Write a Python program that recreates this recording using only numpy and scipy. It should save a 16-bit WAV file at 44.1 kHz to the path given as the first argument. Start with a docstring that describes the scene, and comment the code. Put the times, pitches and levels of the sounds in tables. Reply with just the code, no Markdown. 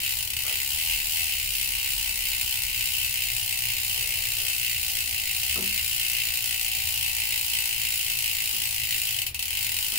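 """Bicycle freehub in a workshop

Close to a stereo pair, a rear wheel coasts on a repair stand: three pawls snap over a 30-tooth ratchet,
ringing hub, frame and spokes. A hand nudges the cassette to and fro; twice it drags it along and the
buzz slows towards single clicks. A rag rubs the drivetrain, bicycle and stand take a few bumps,
and the building rumbles underneath."""
import sys
import numpy as np
from scipy import signal
from scipy.fft import rfft, irfft
from scipy.io import wavfile
from scipy.ndimage import uniform_filter1d

SR = 44100
rng = np.random.default_rng(int(sys.argv[2]) if len(sys.argv) > 2 else 0)


def master_out(mix):
    """Clip the mix to full scale and print it as 16-bit PCM to the path in sys.argv[1]."""
    frames = np.transpose(np.atleast_2d(mix))
    ceiling = np.clip(frames, -1, 1)
    pcm = np.round(ceiling * 32767).astype(np.int16)
    wavfile.write(sys.argv[1], SR, pcm)


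N = 440118
TIME = np.arange(N) / SR

# room tone of the building (frequency [Hz], relative level [dB])
RUMBLE_OUTLINE = [(20, -5), (35, -5), (55, -6.5), (100, -6.5), (130, -7), (150, -18.5), (250, -24),
                  (350, -22), (600, -28.5), (1500, -29.5), (5000, -9), (15000, -39.5)]
# resonances of the building (centre [Hz], width [Hz], rise [dB])
RUMBLE_RESONANCES = [(45, 3.4, 1.7), (73.5, 7.2, 11.5), (119.2, 2.3, 11.3), (206.5, 5.9, 9.9)]
# deep throbs in the room tone (middle [s], length [s], centre [Hz], level [dB])
DEEP_THROBS = [(.3, 1.7, 73, -51.5), (.96, 0.24, 42.2, -41.5), (1.85, 1.33, 42.3, -43.5),
               (2.6, 0.17, 41.5, -44.5), (3.3, 2.8, 40.3, -51), (3.55, 3, 106.4, -50.5),
               (5.65, 0.95, 73, -46), (6.9, 1.1, 78.5, -52)]
# rag on the drivetrain (middle [s], length [s], centre [Hz], level [dB])
RAG_STROKES = [(0.493, 0.087, 590, -50.5), (.48, 0.09, 1260, -50.5), (3.975, 0.045, 805, -53),
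               (4.05, 0.26, 460, -58.5), (4.19, 0.12, 680, -57), (4.43, 0.12, 484, -56.5)]
# bumps against bicycle and stand (time [s], relative level [dB], treble tilt [dB/octave])
STAND_BUMPS = [(5.56, -46.5, 5), (5.579, -34.5, -6.5), (8.53, -52.5, 0), (9.927, -51.5, 3)]
# ring of the stand (frequency [Hz], relative level [dB], t60 [s])
STAND_RINGS = [(192.7, 3, 0.54), (236, 0, 0.39), (259, -1, 0.4), (350, -11, 0.16), (375, 1, 0.23),
               (465, -2, 0.22), (600, -9, 0.2), (795, -5, 0.18), (1135, -5, 0.11), (1278, -1.5, 0.11)]
# clear rings of the frame (frequency [Hz], level [dB], t60 [s])
FRAME_RINGS = [(749, -64, .25), (894, -63.5, .12)]
# broad colour of one click, close up (frequency [Hz], relative level [dB])
CLICK_OUTLINE = [(150, -27.5), (600, -32.5), (1300, -30), (1750, -16), (2300, -8.5), (2700, -12.5),
                 (3200, -6.5), (3550, -9.5), (4000, -8.5), (4600, -7.5), (4900, -5.5), (6200, -11),
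                 (9000, -9.5), (11600, -11.5), (13600, -5.5), (15700, -5)]
# resonances of frame, sprockets and hub shell (centre [Hz], width [Hz], rise [dB])
CLICK_RESONANCES = [(799, 124, 13.5), (886, 200, 10), (1054, 29, 12), (1165, 32, 10), (1483, 220, 10.5),
                    (1974, 55, 12), (2135, 75, 12), (2416, 82, 10.5), (2577, 58, 11), (2673, 92, 16.5),
                    (2830, 56, 18), (3047, 79, 11), (3824, 130, 6), (4324, 130, 8.5), (7100, 204, 10),
                    (7760, 500, 0.5), (9550, 370, 9.5), (10610, 360, 10), (14650, 780, 4.5)]
# the left microphone hears more of the treble (frequency [Hz], left minus right [dB])
MIC_BALANCE = [(400, 4), (1000, -4.5), (1600, 0), (2100, -0.5), (2700, 1.5), (3700, 0), (6000, 1.5),
               (7000, -0.5), (8300, 15), (9200, 0.5), (10500, 2), (11500, 6), (13500, 4.5), (15500, 10.5)]
# pitch of the hub shell's ping, rising briefly early on and again near the end (time [s], pitch [Hz])
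PING_PITCH = [(.25, 2850), (.4, 2970), (.75, 3060), (.9, 2816), (8.7, 2830), (9.1, 2960), (9.45, 3040),
              (9.98, 2880)]
# swell of the wheel's lower ring, near 2 kHz (rate [per turn], peak at [tooth], depth [dB])
LOWER_RING_LOBES = [(1, -.7, 2), (2, 4, 1.3), (3, -3, .8), (4, -2.9, .8)]
# swell of its main ring, near 2.8 kHz (rate [per turn], peak at [tooth], depth [dB before SWELL_DEPTH])
MAIN_RING_LOBES = [(1, 1.7, .6), (2, .7, 1.1), (3, -2.6, .7), (4, -1.9, 1), (6, -.8, .6), (7, .2, 1)]
# single surges and dips of the main ring (middle [s], length [s], level [dB before SWELL_DEPTH])
MAIN_RING_SURGES = [(.05, .1, 2), (.28, .25, -2.5), (.62, .1, -4), (.88, .15, 2), (1.1, .15, -3),
                    (1.24, .07, 2), (2.17, .15, -2), (2.9, .3, 2), (3.25, .08, 2), (4.92, .2, -2),
                    (5.24, .08, -2.5), (5.52, .12, 2.5), (6.03, .07, 2.5), (6.19, .12, 2.8),
                    (7.04, .08, 2.4), (7.35, .12, 2.2), (7.55, .07, 2), (8.37, .15, -2.2), (8.7, .15, -2),
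                    (9.11, .08, 2), (9.44, .14, 2.7), (9.67, .12, -2.5), (9.92, .15, -2.3)]
# the hand turns the cassette: with the wheel (+) slows the buzz, against it (-) quickens it
# (fastest at [s], speeding up [s], slowing down [s], top speed [teeth/s])
HAND_TURNS = [(0.35, 0.266, 0.064, 36.68), (0.896, 0.285, 0.129, -16.11), (1.214, 0.323, 0.152, -17.33),
              (1.889, 0.08, 0.105, -2.65), (2.094, 0.149, 0.205, 3.58), (2.429, 0.128, 0.117, 2.52),
              (5.021, 0.343, 0.144, 4.29), (5.248, 0.151, 0.17, 7.63), (5.505, 0.099, 0.075, -5.69),
              (9.3, 0.191, 0.201, 43.8), (9.49, 0.144, 0.111, 14.27), (9.679, 0.039, 0.182, 16.56)]

TEETH, SWELL_DEPTH = 30, 0.85
ROOM_T60_S, TOP_HZ = .155, 15720


def amp(db):
    """Decibels to gain."""
    return 10 ** (np.asarray(db) / 20)


def unit(x):
    """Scale to rms 1."""
    return x / np.sqrt(np.mean(x ** 2))


def colour(f, points, peaks=()):
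    """Level in dB at frequencies f: a broad outline with resonances on top."""
    hz, db = np.transpose(points)
    outline = np.interp(np.log(f + 1), np.log(hz), db)
    return outline + sum(rise / (1 + (2 * (f - centre) / width) ** 2) for centre, width, rise in peaks)


def filtered(x, hz, kind, order=2):
    """Butterworth filter."""
    return signal.sosfilt(signal.butter(order, hz, kind, fs=SR, output="sos"), x)


def fade(t, t60):
    """Exponential decay that loses 60 dB in t60."""
    return np.exp(-np.log(1000) * t / t60)


def hump(middle, length):
    """A bell curve in time, peaking at 1."""
    return np.exp(-(2 * (TIME - middle) / length) ** 2)


def impulses(times, sizes):
    """A train of single blows."""
    out = np.zeros(N)
    at = np.round(times * SR).astype(int)
    inside = (at >= 0) & (at < N)
    np.add.at(out, at[inside], sizes[inside])
    return out


def dense_ring(envelope, db, smooth_bins=41):
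    """Dense modes: noise under an envelope, given the spectrum db by a causal filter."""
    spectrum = rfft(envelope * rng.standard_normal(len(envelope)))
    magnitude = np.sqrt(uniform_filter1d(np.abs(spectrum) ** 2, smooth_bins))
    cepstrum = irfft(np.log(amp(db) / magnitude))
    half = len(cepstrum) // 2
    cepstrum[1:half] *= 2  # minimum phase keeps the attack sharp
    cepstrum[half + 1:] = 0
    return irfft(spectrum * np.exp(rfft(cepstrum)))


def noise_swells(rows, spread):
    """Narrow bands of noise that rise and fade, one for each row."""
    out = np.zeros(N)
    for middle, length, hz, db in rows:
        band = unit(filtered(rng.standard_normal(N), [hz / (1 + spread), hz * (1 + spread)], "band"))
        out += amp(db) * band * hump(middle, length)
    return out


def building(level_db=-38.0, wide_hz=450, dull_hz=3000):
    """Dull rumble with deep throbs, alike at both microphones in the bass and diffuse above."""
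    f = np.fft.rfftfreq(N, 1 / SR)
    mid, side = rfft(rng.standard_normal((2, N))) * amp(colour(f, RUMBLE_OUTLINE, RUMBLE_RESONANCES))
    side = side * f / np.hypot(f, wide_hz)
    rumble = amp(level_db) * unit(irfft(np.array([mid + side, mid - side]), N))
    return filtered(rumble + noise_swells(DEEP_THROBS, spread=0.12), dull_hz, "low", order=4)


def workshop(x, t60=0.3, wet_db=-3, size=22050):
    """Direct sound plus a diffuse room tail that differs at each microphone."""
    tails = rng.standard_normal((2, size)) * fade(np.arange(size) / SR, t60)
    tails /= np.linalg.norm(tails, axis=1, keepdims=True)
    return x + amp(wet_db) * np.array([signal.fftconvolve(x, tail)[:N] for tail in tails])


def rag():
    """A rag rubs the drivetrain: brief swells of friction, each around one pitch."""
    return noise_swells(RAG_STROKES, spread=0.26)


def bumps(thud_t60=0.25, thud_db=-3, thud_hz=(170, 1400), size=32768):
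    """Dull knocks: a short thud and the ring of the stand, both darker the softer the contact."""
    t = np.arange(size) / SR
    f = np.fft.rfftfreq(size, 1 / SR)
    lowest_hz = STAND_RINGS[0][0]
    out = np.zeros(N)
    for start, db, tilt in STAND_BUMPS:
        modes = sum(amp(level + tilt * np.log2(hz / lowest_hz)) * fade(t, t60) * np.sin(2 * np.pi * hz * t)
                    for hz, level, t60 in STAND_RINGS)
        noise = irfft(rfft(rng.standard_normal(size)) * amp(tilt * np.log2(1 + f / lowest_hz)))
        thud = unit(filtered(noise, thud_hz, "band", order=3)) * fade(t, thud_t60)
        at = int(start * SR)
        out[at:at + size] += (amp(db) * (modes / 2 + amp(thud_db) * thud))[:N - at]
    return out


def wheel_speed(start_hz=67.41, slowing_s=44.56):
    """The free wheel loses a steady share of its speed; in teeth per second."""
    return start_hz * np.exp(-TIME / slowing_s)


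def cassette_speed():
    """Each turn by hand eases in and out; in teeth per second."""
    return sum(top * np.sin(np.pi / 2 * np.interp(TIME, [at - rise, at, at + fall], [0, 1, 0])) ** 2
               for at, rise, fall, top in HAND_TURNS)


def teeth_passed(start=-.13):
    """Angle of the ratchet, wheel against cassette, counted in teeth."""
    return start + np.cumsum(wheel_speed() - cassette_speed()) / SR


def lobes(rows):
    """A pattern of level that comes round with the ratchet."""
    angle = teeth_passed()
    return sum(db * np.cos(2 * np.pi * count * (angle - peak) / TEETH) for count, peak, db in rows)


def main_ring_db():
    """Level of the wheel's main ring: its pattern round the turn, and single surges."""
    surges = sum(db * hump(middle, length) for middle, length, db in MAIN_RING_SURGES)
    return SWELL_DEPTH * (lobes(MAIN_RING_LOBES) + surges)


def turning(x, lower_hz=(1850, 2400), main_hz=(2400, 3350)):
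    """The lower ring and the main ring each swell and sink as the wheel turns."""
    lower = (amp(lobes(LOWER_RING_LOBES)) - 1) * filtered(x, lower_hz, "band", order=1)
    main = (amp(main_ring_db()) - 1) * filtered(x, main_hz, "band", order=1)
    return x + lower + main


def hub_to_mics(drive, detune=0, build_hz=60, tail_db=4.3, top_damping_db=-2.8, size=16384):
    """One path to the pair: a brief metal crack, then spokes and room, where narrow rings build up."""
    t = np.arange(size) / SR
    f = np.fft.rfftfreq(size, 1 / SR)
    peaks = [(hz * (1 + detune * rng.standard_normal()), width, db) for hz, width, db in CLICK_RESONANCES]
    early_peaks = [(hz, width, db * width / (width + build_hz)) for hz, width, db in peaks]
    crack = colour(f, CLICK_OUTLINE, early_peaks)
    tail = colour(f, CLICK_OUTLINE, peaks) + tail_db + top_damping_db * (f / TOP_HZ) ** 2
    pan = colour(f, MIC_BALANCE) / 2
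    strike = fade(t, t60=.022) + amp(-4) * fade(t, t60=.006)  # the first instant stands out
    responses = [dense_ring(strike, crack + side * pan, smooth_bins=301)
                 + dense_ring(fade(t, ROOM_T60_S), tail + side * pan) for side in (1, -1)]
    return np.array([signal.oaconvolve(drive, response)[:N] for response in responses])


def frame_rings(times, force, size=16384):
    """Two clear rings of the frame; each swells when a multiple of the ratchet rate slides across it."""
    t = np.arange(size) / SR
    pushes = impulses(times, force)
    return sum(amp(db) * unit(signal.oaconvolve(pushes, fade(t, t60) * np.sin(2 * np.pi * hz * t))[:N])
               for hz, db, t60 in FRAME_RINGS)


def frame_whirr(times, force, waver_s=.2, roughness_rad=.3):
    """The heavy frame feels one push a tooth; its whirr wavers between two paths to the microphones."""
    knots = np.arange(0, N / SR + waver_s, waver_s)
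    drift = np.interp(times, knots, np.cumsum(rng.standard_normal(len(knots))))
    blend = drift + roughness_rad * rng.standard_normal(len(times))
    return sum(hub_to_mics(impulses(times, force * share)) for share in (np.cos(blend), np.sin(blend)))


def shell_ping(times, tooth, force, level_db=-41.5, build_s=0.00064, late_s=0.00026,
               echo_s=0.001845, echo_db=-3, scatter_db=2.0, spread_hz=70, size=512):
    """Each snap builds up a short ping in the hub shell, its pitch shifted by the tooth."""
    t = np.arange(size) / SR
    ping_db = np.interp(times, TIME, main_ring_db()) + scatter_db * rng.standard_normal(len(times))
    hz = np.interp(times, *np.transpose(PING_PITCH)) + spread_hz * rng.standard_normal(TEETH)[tooth]
    envelope = (force * amp(ping_db))[:, None] * (t / build_s) ** 2 * np.exp(-t / build_s)
    cycles = hz[:, None] * t
    at = times[:, None] + late_s + t
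    direct = unit(impulses(at, envelope * np.sin(2 * np.pi * cycles)))
    echo_cycles = cycles + rng.random((TEETH, 1))[tooth]
    echo = unit(impulses(at + echo_s, envelope * np.sin(2 * np.pi * echo_cycles)))
    heard = workshop(direct, t60=ROOM_T60_S, wet_db=-6)
    heard[0] += amp(echo_db) * echo  # a reflection reaches only the left microphone
    return amp(level_db) * heard


def pawl_chatter(times, tooth, force, pawls=3, count=9, sectors=6, chatter_s=.0022, rebound_db=-3):
    """The pawls land one after another and rebound, in a pattern that each tooth repeats every turn."""
    late = np.sort(rng.random((TEETH, count)), axis=1)
    late -= late[:, :1]
    blows = amp(rebound_db * late) * rng.choice([-1, 1], (TEETH, count))
    blows *= .5 + rng.random((TEETH, count))
    blows /= np.linalg.norm(blows, axis=1, keepdims=True)
    at = times[:, None] + chatter_s * late[tooth]
    sizes = force[:, None] * blows[tooth]
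    # each sector of the wheel rings a little differently, so the colour turns with the wheel
    pawl = np.arange(count) % pawls
    sector = (tooth[:, None] * sectors // TEETH + pawl) % sectors
    return sum(hub_to_mics(impulses(at, sizes * (sector == k)), detune=0.0063) for k in range(sectors))


def snap_level(times, start_db=-2, db_per_s=0.1588, following_db=-0.9):
    """Snap strength in dB: louder as the wheel runs down, softer while the cassette follows it."""
    following = np.interp(times, TIME, cassette_speed() / wheel_speed())
    return start_db + db_per_s * times + following_db * np.maximum(following, 0)


def ratchet(runout_s=.0003, tooth_error_s=.00005, uneven_db=0.58, scatter_db=1.03):
    """When each tooth passes, which one it is, and how hard the pawls drop off it."""
    passed = teeth_passed()
    click = np.arange(int(passed[-1]) + 1)
    tooth = click % TEETH
    # the ratchet sits a little off centre, so teeth come early and late once a turn
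    runout = runout_s * np.sin(2 * np.pi * np.arange(TEETH) / TEETH)
    error = runout + tooth_error_s * rng.standard_normal(TEETH)
    times = np.interp(click, passed, TIME) + error[tooth]
    force_db = snap_level(times) + uneven_db * rng.standard_normal(TEETH)[tooth]
    force_db += scatter_db * rng.standard_normal(len(click))
    return times, tooth, amp(force_db)


def freehub(chatter_db=5.0, whirr_db=2.5, split_hz=2300):
    """The ratchet drives bright pawl chatter and the shell's ping over the frame's pitched whirr."""
    times, tooth, force = ratchet()
    chatter = amp(chatter_db) * filtered(pawl_chatter(times, tooth, force), split_hz, "high", order=3)
    whirr = amp(whirr_db) * filtered(frame_whirr(times, force), split_hz, "low", order=3)
    return turning(chatter + whirr) + shell_ping(times, tooth, force) + frame_rings(times, force)


def scene():
    """The freehub close to the microphones, handling noises at the stand, the building behind."""
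    return freehub() + workshop(bumps() + rag()) + building()


def record(dry):
    """The recorder cuts the treble steeply above TOP_HZ."""
    return signal.sosfilt(signal.ellip(12, .2, 80, TOP_HZ, fs=SR, output="sos"), dry)


dry = scene()
out = record(dry)
master_out(out)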